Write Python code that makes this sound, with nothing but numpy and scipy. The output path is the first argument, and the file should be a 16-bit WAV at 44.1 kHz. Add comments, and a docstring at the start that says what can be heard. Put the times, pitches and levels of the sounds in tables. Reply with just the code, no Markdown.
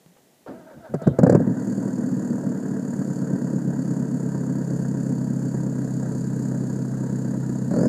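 """First come two soft knocks, then the whine of a starter cranking a cold four-cylinder diesel car.
A few hard firings bark, the engine catches and sinks to a lumpy idle, and a faint turbo whistle creeps in.
At the end the throttle is touched. We listen outdoors, from the ground just behind the tailpipe.
Each firing rings the exhaust, pushes out a gust of swirling gas and hisses at the end of the pipe."""
import sys
import numpy as np
from scipy import signal
from scipy.fft import rfft, irfft
from scipy.io import wavfile
from scipy.ndimage import uniform_filter1d, minimum_filter1d

SR = 44100
rng = np.random.default_rng(int(sys.argv[2]) if len(sys.argv) > 2 else 0)


def to_wav(sig):
    """Store sig (one row per channel, or 1-D mono) as 16-bit WAV at the path in sys.argv[1].

    Samples outside -1..1 are clipped; the rate is SR.
    """
    pcm = np.clip(np.atleast_2d(sig), -1, 1) * 32767
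    pcm = np.round(pcm).astype(np.int16)
    wavfile.write(sys.argv[1], SR, pcm.T)  # frames by channels


N = 347508
TIME = np.arange(N) / SR
FREQ = np.fft.rfftfreq(2 ** 19, 1 / SR) + 1e-3
CATCH_S, WARM_UP_S = 1.352, 5.33  # the engine runs by itself; it is mostly warm
THROTTLE_S, REV_RISE_S = 7.695, .12  # the throttle is touched; how long speeding up takes


def undb(db):
    """Turn decibels into a gain to multiply by."""
    return 10 ** (np.asarray(db) / 20)


def unit(x):
    """Scale a sound to an average (rms) size of 1."""
    return x / np.sqrt(np.mean(x ** 2))


def noise():
    """White noise."""
    return rng.standard_normal(N)


def walk(rate_hz):
    """A random wander of about size 1, gliding to a new value rate_hz times a second."""
    step = int(SR / rate_hz)
    levels = np.repeat(rng.standard_normal(N // step + 1), step)[:N]
    return unit(uniform_filter1d(levels, step))


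def ramp(t, start, length):
    """0 before the start, rising evenly to 1 over the length."""
    return np.clip((t - start) / length, 0, 1)


def span(start, end, fade):
    """1 between start and end, fading in and out."""
    return np.clip(np.minimum(TIME - start, end - TIME) / fade, 0, 1)


def swells(times, sizes, width):
    """A bell-shaped swell around each time."""
    return sum(size * np.exp(-((TIME - s) / width) ** 2) for s, size in zip(times, sizes))


def pulses(times, sizes):
    """One click at each time."""
    return np.bincount(np.clip(times * SR, 0, N).astype(int), sizes, N + 1)[:N]


def gusts(times, sizes, rise_s):
    """A swell after each time that peaks after rise_s and dies away."""
    age = TIME[:SR // 4] / rise_s
    return signal.fftconvolve(pulses(times, sizes), age * np.exp(1 - age))[:N]


def through(x, response):
    """Filter a sound; the response gives a gain for every frequency."""
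    return irfft(rfft(x, 2 * (len(FREQ) - 1)) * response)[:N]


def band(x, low_hz, high_hz, order=3):
    """Keep what lies between two frequencies."""
    sections = signal.butter(order, [low_hz, high_hz], "band", fs=SR, output="sos")
    return signal.sosfilt(sections, x + 1e-18)


def colour(points):
    """A filter that follows (Hz, dB) points and falls away steeply beyond them."""
    hz, db = np.transpose(points)
    octaves_outside = np.abs(np.log2(FREQ / np.clip(FREQ, hz[0], hz[-1])))
    curve_db = np.interp(np.log(FREQ), np.log(hz), db) - 40 * np.minimum(octaves_outside, 1)
    # this folding makes the filter ring only after a sound, never before it
    cepstrum = irfft(np.log(undb(curve_db)))
    cepstrum[1:len(FREQ) - 1] *= 2
    cepstrum[len(FREQ):] = 0
    return np.exp(rfft(cepstrum))


def unit_colour(points):
    """Like colour, but white noise keeps its level."""
    response = colour(points)
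    return response / np.sqrt(np.mean(np.abs(response) ** 2))


def modes(table):
    """A filter that rings at each (pitch Hz, width Hz, dB); narrow ones ring longer."""
    return sum(undb(db) / (1 + 1j * (FREQ ** 2 - hz ** 2) / (FREQ * width)) for hz, width, db in table)


# The tone of the open air. Each row: frequency in Hz, relative level in dB.
AIR_TONE = [(18, -60), (30, -32), (163, 7.5), (735, 0.5), (1300, -13), (1970, -7), (2190, -12),
            (2990, -11.5), (3980, -13), (4900, -14), (7430, -11), (8250, -13.5), (15000, -16)]

def outdoor_air(level_db=-59):
    """The quiet, steady rush of the outdoors."""
    return unit(through(noise(), colour(AIR_TONE))) * undb(level_db)


def reflections(car, decay_s=.0097, delay_s=.008, level_db=-14):
    """The car's underside and nearby trees scatter a little sound back."""
    age = TIME[:SR // 2]
    echo = rng.standard_normal(len(age)) * np.exp(-age / decay_s) * (age > delay_s)
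    echo /= np.linalg.norm(echo)
    return signal.fftconvolve(band(car, 330, 6000, order=2), echo)[:N] * undb(level_db)


def turbo_whistle(idle_hz=3985, climb_hz_per_s=6600, idle_db=-72, boost_db=20):
    """The turbocharger whistles faintly at idle and climbs as the throttle opens."""
    hz = idle_hz + climb_hz_per_s * np.maximum(TIME - THROTTLE_S, 0)
    phase = 2 * np.pi * np.cumsum(hz * (1 + .034 * walk(900))) / SR
    level_db = idle_db + boost_db * ramp(TIME, THROTTLE_S, REV_RISE_S / 2)
    return np.sin(phase) * ramp(TIME, WARM_UP_S, .61) * undb(level_db)


# Knocks in the car's body and the starter engaging.
# Each row: start in seconds, level in dB, pitch in Hz, width in Hz, decay in seconds.
KNOCKS = [(0.062, -46.5, 177, 50, 0.026), (0.166, -53.5, 500, 890, 0.016), (0.463, -40.5, 510, 455, 0.05),
          (0.485, -35, 245, 226, 0.093)]

def knocks():
    """Short, dull blows die away in the car's body."""
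    out = np.zeros(N)
    for start, db, hz, width, decay in KNOCKS:
        body = unit(through(noise(), modes([(hz, width, 0)]) ** 2))
        out += body * undb(db) * (TIME > start) * np.exp(-np.abs(TIME - start) / decay)
    return out


# The tone of the starter's gears. Each row: frequency in Hz, relative level in dB.
GEAR_TONE = [(150, -65), (250, -2.5), (708, 6), (802, -4), (932, 4), (980, -9), (1020, -10), (1170, -10),
             (1390, -2), (1620, -2.5), (1770, -13), (2840, -28), (5000, -26), (6500, -76), (11000, -120)]
# A piston squeezes its air. Each row: time of the tightest squeeze in seconds,
# drop in gear pitch in Hz, relative gear level in dB, level of the pumped air in dB.
COMPRESSIONS = [(0.639, 33, -66, -68), (.75, 79, -49.5, -40.5), (0.901, 85, -46.5, -38),
                (1.068, 27.2, -41.5, -19.5), (1.202, 10, -46, -19.5)]

def starter(engage_s=.462, release_s=1.24, first_hz=120, full_hz=338, spin_up_s=.032):
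    """A small gear whines and rattles on the flywheel while the pistons pump air down the exhaust."""
    tops, sag_hz, load_db, pump_db = np.transpose(COMPRESSIONS)
    age = np.maximum(TIME - engage_s, 0)
    # the gears work hardest just before each squeeze and turn slowest at its top
    squeeze_s = .038
    tooth_hz = full_hz + (first_hz - full_hz) * np.exp(-age / spin_up_s)
    tooth_hz -= swells(tops, sag_hz, squeeze_s)
    first_jolt = undb(-41) * np.exp(-age / .05)
    load = undb(-55) + first_jolt + swells(tops - squeeze_s, undb(load_db), squeeze_s)
    phase = 2 * np.pi * np.cumsum(tooth_hz * (1 + .025 * walk(200))) / SR
    teeth = sum(np.sin(k * phase) * undb(-7 if k % 2 else 0) for k in range(1, 7))
    whine = unit(through(teeth, colour(GEAR_TONE)))
    rattle = unit(through(noise() * undb(2.9 * walk(120)), colour(GEAR_TONE)))
    gears = (whine + rattle * undb(-2)) * undb(-2) * load
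    breath = through(noise(), modes([(134, 28, 6), (200, 37, 3), (280, 50, -34), (487, 57, -15)]))
    puffs = unit(band(breath, 54, 570)) * gusts(tops - .01, undb(pump_db), rise_s=.024)
    return (gears + puffs) * span(engage_s, release_s, fade=.011)


def starter_squeak(level_db=-62):
    """The starter's drive squeaks as the engine first overtakes it."""
    squeak = through(noise(), modes([(3200, 110, 0), (3680, 240, 1)]))
    return unit(band(squeak, 2600, 4300)) * span(1.02, 1.134, fade=.026) * undb(level_db)


def firing_times(idle_hz=32.35, overshoot_hz=8.24, settle_s=1.77, rev_hz=12.5):
    """One firing per half turn: fast after catching, sinking to idle, faster on the throttle."""
    rate_hz = idle_hz + overshoot_hz * np.exp((CATCH_S - TIME) / settle_s)
    rate_hz += rev_hz * ramp(TIME, THROTTLE_S, REV_RISE_S)
    runs = TIME >= CATCH_S
    count = np.cumsum(rate_hz[runs]) / SR
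    return np.interp(np.arange(int(count[-1]) + 1), count, TIME[runs])


def coldness(t):
    """1 while the cylinders are cold, falling to 0 as they warm."""
    return np.exp(-(t / WARM_UP_S) ** 4)


def engine_gain(idle_db, fuel_db, cold_db, throttle_db, fuel_fade_s=.15):
    """A gain over time: warm idle plus what starting fuel, cold and throttle add."""
    fuel = np.exp(-np.maximum(TIME - CATCH_S, 0) / fuel_fade_s)
    throttle = ramp(TIME, THROTTLE_S, REV_RISE_S / 2)
    return undb(idle_db + fuel_db * fuel + cold_db * coldness(TIME) + throttle_db * throttle)


def silencer(top_hz):
    """The silencer rounds each pulse, soaks up one band and delays the tone its chamber rings at."""
    rounding = 1 / (1 + (FREQ / top_hz) ** 6)
    absorbed = 1 - modes([(401, 65, -7.5)])
    chamber = 1 - 2 * modes([(275, 45, 0)])
    return rounding * absorbed * chamber


# Tones that a hard firing rings. 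Each row: pitch in Hz, width in Hz, relative level in dB.
BARK_TONES = [(125, 23, -0.5), (169, 39, 0), (250, 44, 2), (322, 70, -5.5), (486, 38, 2), (600, 110, -15)]
# The tone of its sharp spit. Each row: frequency in Hz, relative level in dB.
SPIT_TONE = [(2000, -33), (3200, -51), (4000, 0), (4700, 9), (5700, 3), (7000, 14), (9000, 3.5),
             (15000, -19)]
# Hard firings as the engine catches and just after.
# Each row: start in seconds, then relative levels in dB of the pulse, the gas and the spit.
HARD_FIRINGS = [(.942, -9, -15, -46.5), (1.019, -20, -23, -52), (1.072, -2, -13.5, -47),
                (1.189, 6, -10.5, -39.5), (1.2335, 9.5, -7, -36.5), (1.267, 7.5, -11, -44.5),
                (1.297, 4.5, -10, -36), (1.324, 6.5, -14, -44), (1.349, -2, -7.5, -41),
                (1.403, -1, -33, -53), (2.33, -20, -29.5, -62), (2.434, -25, -33.5, -62)]

def hard_firings(rev_pulse_db=-7.5, rev_gas_db=-21, rev_spit_db=-48):
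    """A firing with lots of fuel leaves the pipe as a bark, a burst of gas and a sharp spit."""
    # firings under throttle bark too
    revs = [(s - .003, rev_pulse_db - 14 * (1 - ramp(s, THROTTLE_S, REV_RISE_S)), rev_gas_db, rev_spit_db)
            for s in firing_times() if s > THROTTLE_S]
    times, pulse_db, gas_db, spit_db = np.transpose(HARD_FIRINGS + revs)
    kicks = pulses(times, -undb(pulse_db + 28))
    bark = band(through(kicks, modes(BARK_TONES) * silencer(top_hz=700)), 90, 900)
    gas_tone = unit_colour([(30, -36), (90, -36), (140, 15), (300, 1), (580, 6.5), (800, -13),
                            (1150, -17.5), (1650, -17.5), (2100, -34.5), (3000, -49)])
    gas = through(noise() * gusts(times - .0043, undb(gas_db), rise_s=.0049), gas_tone)
    spit = through(noise() * gusts(times - .0015, undb(spit_db), rise_s=.0028), unit_colour(SPIT_TONE))
    return bark + gas + spit


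# The tone of the hiss. Each row: frequency in Hz, relative level in dB.
HISS_TONE = [(2200, -20), (3700, -31), (4200, -20), (4600, -5), (4850, -17.5), (5100, -12.5), (5850, -22.5),
             (6250, -5), (6500, -6.5), (6950, 2.5), (7500, -6.5), (9000, -15), (10000, -16), (15000, -31.5)]

def pipe_hiss(times, burn_db, scatter_db=.63, wander_db=.85, full_from_s=1.6):
    """Gas hisses at the end of the pipe, swelling with every firing."""
    gust_db = scatter_db * rng.standard_normal(len(times)) + .24 * burn_db
    jet = .72 + gusts(times - .0055, undb(gust_db), rise_s=.0029)
    hiss = unit(through(noise() * jet, colour(HISS_TONE)))
    fade_in_db = -13 * (1 - ramp(TIME, CATCH_S, full_from_s - CATCH_S))
    hiss *= undb(fade_in_db + wander_db * walk(8))
    return hiss * engine_gain(idle_db=-52.5, fuel_db=0, cold_db=-1, throttle_db=2.5)


# The low and high parts of the roar's tone. Each row: frequency in Hz, relative level in dB.
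ROAR_LOW = [(25, -7), (50, 1), (90, 3), (135, 9), (240, 11), (350, 3)]
ROAR_HIGH = [(470, 0.5), (640, -0.5), (780, -8), (930, -8.5), (1150, -14), (1600, -9.5), (1950, -18),
             (2200, -44.5), (3200, -49.5)]
# Tones of the tailpipe and the car's underside. Each row: pitch in Hz, width in Hz, relative level in dB.
TAILPIPE_TONES = [(273.3, 61, 8), (433, 23, 4.5), (517, 11.4, -1), (625, 7, -3), (939, 34, 3.5),
                  (1580, 96, -12.5)]
# The gas each cylinder pushes out, in firing order. Each entry: relative level in dB.
CYLINDER_GAS_DB = [3, 4, 3.5, 3.5]

def gas_roar(times, cylinder, scatter_db=3, rumble_hz=135):
    """Swirling gas roars through the tailpipe, with a gust on every stroke."""
    gust_db = np.array(CYLINDER_GAS_DB)[cylinder] + scatter_db * rng.standard_normal(len(times))
    flow = 1.15 + gusts(times - .011, undb(gust_db), rise_s=.0066)
    roar = through(noise() * flow, colour(ROAR_LOW + ROAR_HIGH) * (1 + modes(TAILPIPE_TONES)))
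    roar /= np.std(band(roar, 500, 2000))
    # the gas hardly rumbles until the engine has warmed for a few seconds
    rumble = through(roar, 1 / (1 + (FREQ / rumble_hz) ** 8))
    roar -= .92 * (1 - ramp(TIME, 2, 3.5)) * rumble
    return roar * engine_gain(idle_db=-44.5, fuel_db=4, cold_db=1.2, throttle_db=3)


# Tones of the exhaust pipe and of the manifold, the branches that join the cylinders to it.
# Each row: pitch in Hz, width in Hz, relative level in dB.
PIPE_TONES = [(133.5, 13.8, 34.5), (168.8, 9.3, 29.5), (192, 20, 19), (260, 19, 6), (292.8, 13.7, 16.5),
              (426.7, 14, 20), (615, 71, 7)]
MANIFOLD_TONES = [(205, 18, 28), (243.8, 13.8, 28), (276.4, 12.5, 17.5), (312, 17, 10), (364, 12, 2),
                  (435, 28, 11), (506, 22, 14.5)]

def exhaust_chug(times, pulse_db, surge_delay_s, surge_db, low_cut_hz=124):
    """A pulse rings the pipe; then the piston sweeps out a second surge that rings the manifold."""
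    opening = times - .0025
    pipe = through(pulses(opening, -undb(pulse_db)), modes(PIPE_TONES))
    pipe *= engine_gain(idle_db=-2.5, fuel_db=14.5, cold_db=-1.5, throttle_db=-2)
    manifold = through(pulses(opening + surge_delay_s, -undb(surge_db)), modes(MANIFOLD_TONES))
    manifold *= engine_gain(idle_db=-3, fuel_db=7, cold_db=3, throttle_db=10)
    low_cut = 1 / np.sqrt(1 + (low_cut_hz / FREQ) ** 14)  # the deepest tones of the chug are cut away
    return through(pipe + manifold, silencer(top_hz=490) * low_cut)


# The four cylinders in firing order. Each row: relative pulse level in dB, timing shift in seconds,
# delay of the second surge in seconds, relative surge level in dB.
CYLINDERS = [(0.5, -.0016, 0.00669, -3.5), (1.5, -.0017, 0.00577, 2), (1.5, -.0011, 0.007395, .6),
             (-3.5, -.002, .0016, 0.9)]
# Unusually strong or weak firings of the cold engine. Each row: time in seconds, level change in dB.
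STUMBLES = [(1.45, -7), (1.55, -11), (2.12, 4.5), (2.31, 4), (2.61, -8), (3.22, 3.5), (3.34, 3.5),
            (3.54, 5), (3.68, 4.5), (3.91, 4.5), (4.06, -6)]

def running_engine(jitter_s=.0001, scatter_db=.5, cold_scatter_db=1.8):
    """Four unequal cylinders fire in turn, raggedly while cold and more evenly as they warm."""
    times = firing_times()
    cylinder = np.arange(len(times)) % len(CYLINDERS)
    pulse_db, shift_s, surge_delay_s, surge_db = np.array(CYLINDERS)[cylinder].T
    cold = coldness(times)
    times = times + shift_s + jitter_s * (1 + cold) * rng.standard_normal(len(times))
    burn_db = (scatter_db + cold_scatter_db * cold) * rng.standard_normal(len(times))
    for when, db in STUMBLES:
        burn_db[np.argmin(np.abs(times - when))] = db
    chug = exhaust_chug(times, pulse_db + burn_db, surge_delay_s, surge_db + burn_db)
    engine = chug + gas_roar(times, cylinder) + pipe_hiss(times, burn_db)
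    return engine * ramp(TIME, CATCH_S - .012, .018)


def scene():
    """The car, its reflections and the open air, in one channel."""
    car = running_engine() + hard_firings() + starter() + starter_squeak() + knocks() + turbo_whistle()
    return (car + reflections(car) + outdoor_air())[None]


def record(dry, hold_s=.006, top_hz=15250):
    """A limiter holds the loudest peaks at full scale, and the highest treble is cut."""
    window = int(hold_s * SR) | 1
    needed_gain = 1 / np.maximum(np.abs(dry), 1)
    gain = uniform_filter1d(minimum_filter1d(needed_gain, window), window)
    treble_cut = signal.ellip(10, .2, 80, top_hz, fs=SR, output="sos")
    return signal.sosfilt(treble_cut, dry * gain)


dry = scene()
out = record(dry)
to_wav(out)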